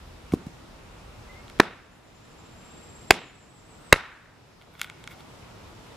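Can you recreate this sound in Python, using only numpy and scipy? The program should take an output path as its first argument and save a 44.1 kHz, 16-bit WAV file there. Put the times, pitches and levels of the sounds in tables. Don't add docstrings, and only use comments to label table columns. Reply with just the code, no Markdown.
import sys
import numpy as np
from scipy import signal
from scipy.io import wavfile

SR = 44100
rng = np.random.default_rng(int(sys.argv[2]) if len(sys.argv) > 2 else 0)


def output_pcm(signal):
    pcm = np.clip(np.atleast_2d(signal).T, -1, 1) * 32767
    wavfile.write(sys.argv[1], SR, np.round(pcm).astype(np.int16))


N = 262836


def amp(db):
    return 10 ** (np.asarray(db) / 20)


def rms_one(x):
    return x / np.sqrt(np.mean(x ** 2) + 1e-20)


def in_time(rows):
    return np.interp(np.arange(N) / SR, *np.transpose(rows))


def at_hz(points, hz, axis=1):
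    points = np.array(points)
    return np.interp(np.log(hz), np.log(points[:, 0]), points[:, axis])


def between(ends, share):
    return ends[0] + (ends[1] - ends[0]) * share


def drift(corner_hz):
    r = np.exp(-80 * np.pi * corner_hz / SR)
    noise = rng.standard_normal(N // 40 + 2002)
    slow = signal.lfilter([1], [1, -2 * r, r * r], noise)[2000:]
    return np.interp(np.arange(N) / 40, np.arange(len(slow)), rms_one(slow))


def ring(x, hz, t60_s):
    r, w = amp(-60 / (t60_s * SR)), 2 * np.pi * hz / SR
    return signal.lfilter([0, np.sin(w)], [1, -2 * r * np.cos(w), r * r], x + 1e-18)


def cut(x, hz, kind, order=2):
    return signal.sosfilt(signal.butter(order, hz, kind, fs=SR, output="sos"), x)


def add(track, start_s, sound):
    i = round(start_s * SR)
    track[i:i + len(sound)] += sound[:N - i]


def bands(size, gain, likeness):
    out, edges_hz = 0, 22 * 2 ** np.arange(0, 9.9, .5)
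    white = rng.standard_normal((2, 2, size))
    for k, (low, high) in enumerate(zip(edges_hz, edges_hz[1:])):
        mid, side = cut(white[k % 2], [low, high], "band")
        hz = np.sqrt(low * high)
        alike = np.clip(likeness(hz), -1, 1)
        stereo = np.sqrt(1 + alike) * mid + np.sqrt(1 - alike) * side * [[1], [-1]]
        out = out + gain(hz) * stereo
    return out


def wind():
    # f/Hz, relative density/dB per Hz
    sigh_spectrum = [(15, -31), (25, -2), (39, -8.5), (66, -8.5), (97, -5), (236, -11), (451, -12.5),
                     (560, -15), (1070, -16), (1610, -22.5), (2050, -21.5), (6210, -31), (14400, -45),
                     (16000, -54)]
    # f/Hz, correlation
    sigh_likeness = [(60, 0.99), (130, 0.99), (300, .2), (700, 0.5), (2400, 0.15), (8000, 0.2), (15000, .2)]
    # t/s, relative level/dB
    breeze = [(0, -2), (.8, -2.5), (1.5, -2), (2.2, -0.5), (3, -1), (4, 1), (4.7, -4), (5.2, -2), (6, -1.5)]
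    # t/s, level/dB
    gusts = [(0, -46.5), (.6, -57), (1.1, -47), (1.5, -52), (2.2, -78.5), (6, -76)]
    sigh_db = -45.5
    together = drift(1.0)

    def band_gain(hz):
        return amp(at_hz(sigh_spectrum, hz) + .5 * together + .8 * drift(6))

    sigh = bands(N, band_gain, lambda hz: at_hz(sigh_likeness, hz))
    rumble = rms_one(cut(rng.standard_normal(N), [25, 70], "band"))
    lumps = rumble * amp(in_time(gusts) + 1.3 * drift(4.5))
    return amp(sigh_db + in_time(breeze)) * rms_one(sigh) + lumps


def echoes(x, rows):
    copies = 0
    for delay_s, db in rows:
        dull = cut(x, 7400, "low", order=1)
        copies = copies + amp(db) * np.roll(dull, round(delay_s * SR), axis=-1)
    return x + copies


def far(x, spread_s, wet_db):
    t = np.arange(SR // 2) / SR
    smear = rng.standard_normal((2, len(t))) * np.exp(-t / spread_s) / np.sqrt(spread_s * SR / 2)
    return x + amp(wet_db) * signal.fftconvolve(x[None], smear, axes=1)[:, :N]


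def scatter(x, onset_s):
    # f/Hz, relative level/dB, t60/s
    forest = [(60, -30.5, 0.45), (160, -22, .45), (300, -23.5, 0.57), (596, -23.5, .4), (1580, -27, 0.9),
              (3000, -29, 0.75), (4500, -31, 0.42), (6500, -25, 0.15), (9000, -25, .17),
              (12000, -27.5, 0.14), (16000, -35, .1)]
    t = np.arange(SR) / SR

    def decay(hz):
        return amp(at_hz(forest, hz) - 60 * t / at_hz(forest, hz, axis=2))

    tail = bands(SR, decay, lambda hz: .95 - hz / 9000)
    tail *= amp(-24.0) * (1 - np.exp(-(t / onset_s) ** 2))
    tail *= amp(rms_one(cut(rng.standard_normal(SR), [10, 60], "band")))
    return signal.fftconvolve(x[None], tail, axes=1)[:, :N]


def notes(rows):
    out = np.zeros(N)
    for start_s, length_s, start_hz, end_hz, db, flutter_hz, bend in rows:
        u = np.arange(round(length_s * SR)) / (length_s * SR)
        flutter = rms_one(cut(rng.standard_normal(len(u)), [120, 260], "band"))
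        hz = end_hz + (start_hz - end_hz) * (1 - u) ** bend
        hz += flutter_hz * (1 - u) * flutter
        swell = np.sin(np.pi * u) ** .7
        add(out, start_s, amp(db) * swell * np.sin(2 * np.pi * np.cumsum(hz) / SR))
    return out


def whistle():
    # t/s, length/s, start f/Hz, end f/Hz, level/dB before smear, initial flutter/Hz rms, glide exponent
    whistle_notes = [(1.288, .035, 2008, 2061, -46.5, 14, 1.2), (1.352, 0.06, 2102, 2170, -49, 60, 1.1)]
    return far(notes(whistle_notes), 0.042, -1.5)


def trill_rows():
    start_s, count, settled_note = 1.907, 17, 11
    first_gap_s, last_gap_s, gap_shrink = .125, .0605, .665
    note_share = .52
    top_hz, sweep_hz, level_db = (7100, 7620), (40, 500), (-60, -50.5)
    flutter_hz, bend = 30, 4
    rows = []
    for k in range(count):
        grown = min(k / settled_note, 1)
        top = between(top_hz, grown)
        gap_s = between((last_gap_s, first_gap_s), gap_shrink ** k)
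        from_hz = top - between(sweep_hz, grown ** 3)
        db = between(level_db, grown)
        rows.append((start_s, note_share * gap_s, from_hz, top, db, flutter_hz, bend))
        start_s += gap_s
    return rows


def flourish_rows():
    start_s, count, gap_s, slur_s, lead_s = 3.222, 5, .153, .092, .036
    from_hz, to_hz, lead_top_hz, lead_db = (7650, 8750), (7000, 7520), (7650, 8150), (-52, -57)
    lead_sweep_hz, slur_db, flutter_hz = 260, -53, 260
    lead_bend, slur_bend = 4, 1.8
    rows = []
    for k in range(count):
        s, up = start_s + k * gap_s, k / (count - 1)
        top, db = between(lead_top_hz, up), between(lead_db, up)
        rows.append((s - lead_s, lead_s, top - lead_sweep_hz, top, db, flutter_hz, lead_bend))
        rows.append((s, slur_s, between(from_hz, up), between(to_hz, up), slur_db, flutter_hz, slur_bend))
    return rows


def bird_song():
    # delay/s, level/dB
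    bird_echoes = [(.031, -5)]
    song = echoes(notes(trill_rows() + flourish_rows()), bird_echoes)
    return far(song, spread_s=.08, wet_db=-1) * amp([[-1.5], [-3]])


def drops():
    # t/s, push level/dB, push f/Hz, grit level/dB
    landings = [(0.3229, -22, 168, -41), (0.336, -5.5, 291, -35), (0.4655, -25, 188, -49.5)]
    out, t = np.zeros(N), np.arange(2048) / SR
    for start_s, push_db, push_hz, grit_db in landings:
        cycles = t * push_hz
        push = np.sin(2 * np.pi * 0.9 * cycles) * np.sin(np.pi * np.minimum(cycles / 1.8, 1)) ** 2
        strike = np.exp(-t / 0.00034) / (0.00015 * SR)
        knock = amp(-20.5) * sum(ring(strike, hz, 0.022) for hz in (750, 1080))
        grit = cut(rng.standard_normal(len(t)), [950, 7000], "band", order=1) * np.exp(-t / 0.0076)
        add(out, start_s, amp(push_db) * (push + knock) + amp(grit_db) * grit)
    return out


def splitting():
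    # t/s, ring level/dB, bright tick level/dB, ring centre f/Hz
    snaps = [(0.3203, -35.5, -45, 2350), (1.4806, -42, -45, 2500), (1.499, -39.5, -35.5, 2600),
             (1.59, -39, -36, 1800), (4.6141, -41.5, -69, 3460), (4.6217, -44, -55.5, 3200),
             (4.7523, -40, -64.5, 1823), (4.795, -33.5, -34, 2560), (4.815, -14, -9, 2000),
             (4.832, -38, -32, 3600), (4.8444, -26.5, -33, 2200), (4.8736, -43, -46, 2330),
             (4.8988, -29.5, -32, 2120), (5.0402, -38, -32.5, 3050), (5.0754, -28.5, -30.5, 2210),
             (5.1202, -57, -52, 2150), (5.2064, -43, -50, 3320)]
    # f/Hz, relative level/dB, t60/s
    split_modes = [(1450, -1, .016), (1800, -8, 0.011), (2210, -0.5, 0.014), (2750, -3, 0.0065),
                   (3345, 2.5, 0.0062), (4400, -7.5, .008)]
    # peak t/s, half length/s, peak level/dB, ring centre f/Hz
    tearing_heaves = [(4.621, 0.018, -61.5, 3470), (4.747, 0.028, -60, 1740), (4.824, 0.049, -47, 3000),
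                      (5.119, .03, -54, 2200), (5.2, 0.026, -62, 3300)]
    clicks_per_s = 2500
    fade_db = 20

    snap_s, ring_db, tick_db, centre_hz = np.transpose(snaps)
    at = np.round(snap_s * SR).astype(int)
    spread_db = rng.normal(0, 1.5, (len(snap_s), len(split_modes)))
    tiny = (rng.random(N) < clicks_per_s / SR) * amp(3 * np.minimum(rng.exponential(1, N), 4))
    tiny = tiny * rng.choice([-1, 1], N)
    heaves = []
    for peak_s, half_s, db, _ in tearing_heaves:
        away = (np.arange(N) / SR - peak_s) / half_s
        heaves.append(tiny * amp(db - fade_db * away ** 2))
    tearing = sum(heaves)
    out = amp(-8.0) * cut(tearing, [1500, 4500], "band", order=1)
    out += amp(8.5) * cut(tearing, 4980, "high")

    for k, (hz, db, t60_s) in enumerate(split_modes):
        clicks = np.zeros(N)
        for heave, row in zip(heaves, tearing_heaves):
            clicks += heave * amp(-1.0 - 13 * abs(np.log2(hz / row[-1])))
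        off_centre_db = 3.5 * np.abs(np.log2(hz / centre_hz))
        clicks[at] += (-1) ** k * amp(ring_db + spread_db[:, k] - off_centre_db)
        out += amp(db) * ring(clicks, hz, t60_s)

    t = np.arange(256) / SR
    for start_s, db in zip(snap_s, tick_db):
        tick = rng.standard_normal(len(t)) * np.exp(-t / 0.00079)
        add(out, start_s, amp(db) * cut(tick, [4000, 10000], "band"))
    return cut(out, 870, "high", order=4)


def blows():
    # t/s, contact length/s, thump level/dB, upper log modes offset/dB, knock level/dB,
    # knock f/Hz, fibre crack level/dB, knock sent to the trunks/dB, highest knock modes offset/dB
    hits = [(1.5984, 0.0062, 0.5, -10.5, 4.5, 1450, -30, 22, 3),
            (3.106, 0.0055, 2.5, -3, 9, 2582, -8, 24.5, -4.5),
            (3.9254, 0.0057, -8, 0, 15.5, 1506, -4.5, 32.5, -6.5)]
    # f/Hz, relative level/dB, t60/s
    log_modes = [(245, -9.5, .012), (423, -4.5, 0.014), (482, 0.5, 0.01), (766, 1.5, 0.0096),
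                 (1083, -8, 0.02)]
    # multiple of knock f, relative level/dB
    knock_modes = [(0.749, -10.5), (1.001, 5), (1.299, -1), (1.7, -9.5), (2.6, -6.5)]
    knock_t60_s = 0.0048
    out, around, t = np.zeros((2, N)), np.zeros(N), np.arange(4096) / SR
    push = np.sin(np.pi * np.minimum(t / 0.0011, 1)) ** 2 / (0.0018 * SR)
    click = (t == 0) * 1.0
    for start_s, length_s, thump_db, upper_db, knock_db, knock_hz, crack_db, around_db, top_db in hits:
        contact = np.sin(np.pi * np.minimum(t / length_s, 1))
        noise = rng.standard_normal((3, len(t))) * (contact + amp(-26.5) * np.exp(-t / 0.011))

        thump = np.zeros(len(t))
        for k, (hz, db, t60_s) in enumerate(log_modes):
            thump += (-1) ** k * amp(db + upper_db * (k > 1)) * ring(push, hz, t60_s)
        thump = cut(thump, 130, "high")
        thump = thump / np.abs(thump).max()

        knock = np.zeros(len(t))
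        for m, db in knock_modes:
            knock += amp(db + top_db * (m > 2)) * ring(noise[0], m * knock_hz, knock_t60_s)
        knock = knock / np.abs(knock).max()

        unlike = cut(noise[2], [200, 2500], "band", order=1)
        add(out[0], start_s, amp(-16.5) * unlike)
        add(out[1], start_s, -amp(-10.5) * unlike)
        dip = -amp(thump_db - 27.5) * np.sin(np.pi * np.minimum(t / 0.0021, 1)) ** 2
        for side, sign in zip(out, (1, -1)):
            add(side, start_s - .003, dip)
            crack = cut(noise[1] + sign * amp(-3.0) * noise[2], 2800, "high")
            crack = cut(crack, 3300, "low", order=1)
            add(side, start_s, amp(thump_db) * thump + amp(knock_db) * knock + amp(crack_db) * crack)

        broad = np.zeros(len(t))
        for db, band_hz in ((thump_db + 28, [110, 900]),
                            (around_db, [.65 * knock_hz, 1.5 * knock_hz]),
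                            (knock_db + top_db + 9.0, [2.3 * knock_hz, 2.5 * knock_hz]),
                            (crack_db + 24.0, [3500, 9000])):
            broad += amp(db) * cut(click, band_hz, "band", order=1)
        add(around, start_s + length_s / 2, broad)
    return out, around


def scene():
    # delay/s, level/dB
    near_echoes = [(.007, -28), (0.0133, -25.5), (0.0333, -30.5)]
    drop_around_db = -6.5
    direct, around = blows()
    dropped, split = drops(), splitting()
    near = echoes(direct + dropped + split, near_echoes) * amp([[-.2], [.2]])
    near += scatter(around + amp(drop_around_db) * dropped + split, onset_s=0.025)
    return near + bird_song() + whistle() + wind()


def record(dry):
    release_db_per_s, attack_s, cutoff_hz = 9, .12, 16400
    t = np.arange(N) / SR
    level_db = 20 * np.log10(np.abs(dry).max(axis=0) + 1e-9)
    back_off_db = np.clip(1.456 * (level_db - 2), 0, 10)
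    held_db = np.maximum.accumulate(back_off_db + release_db_per_s * t) - release_db_per_s * t
    r = np.exp(-1 / (attack_s * SR))
    smooth_db = signal.lfilter([1 - r], [1, -r], held_db)
    out = np.clip(dry * amp(-smooth_db), -.99, .99)
    out = cut(out, 35, "high")
    return signal.sosfilt(signal.cheby2(12, 70, cutoff_hz, fs=SR, output="sos"), out)


dry = scene()
out = record(dry)
output_pcm(out)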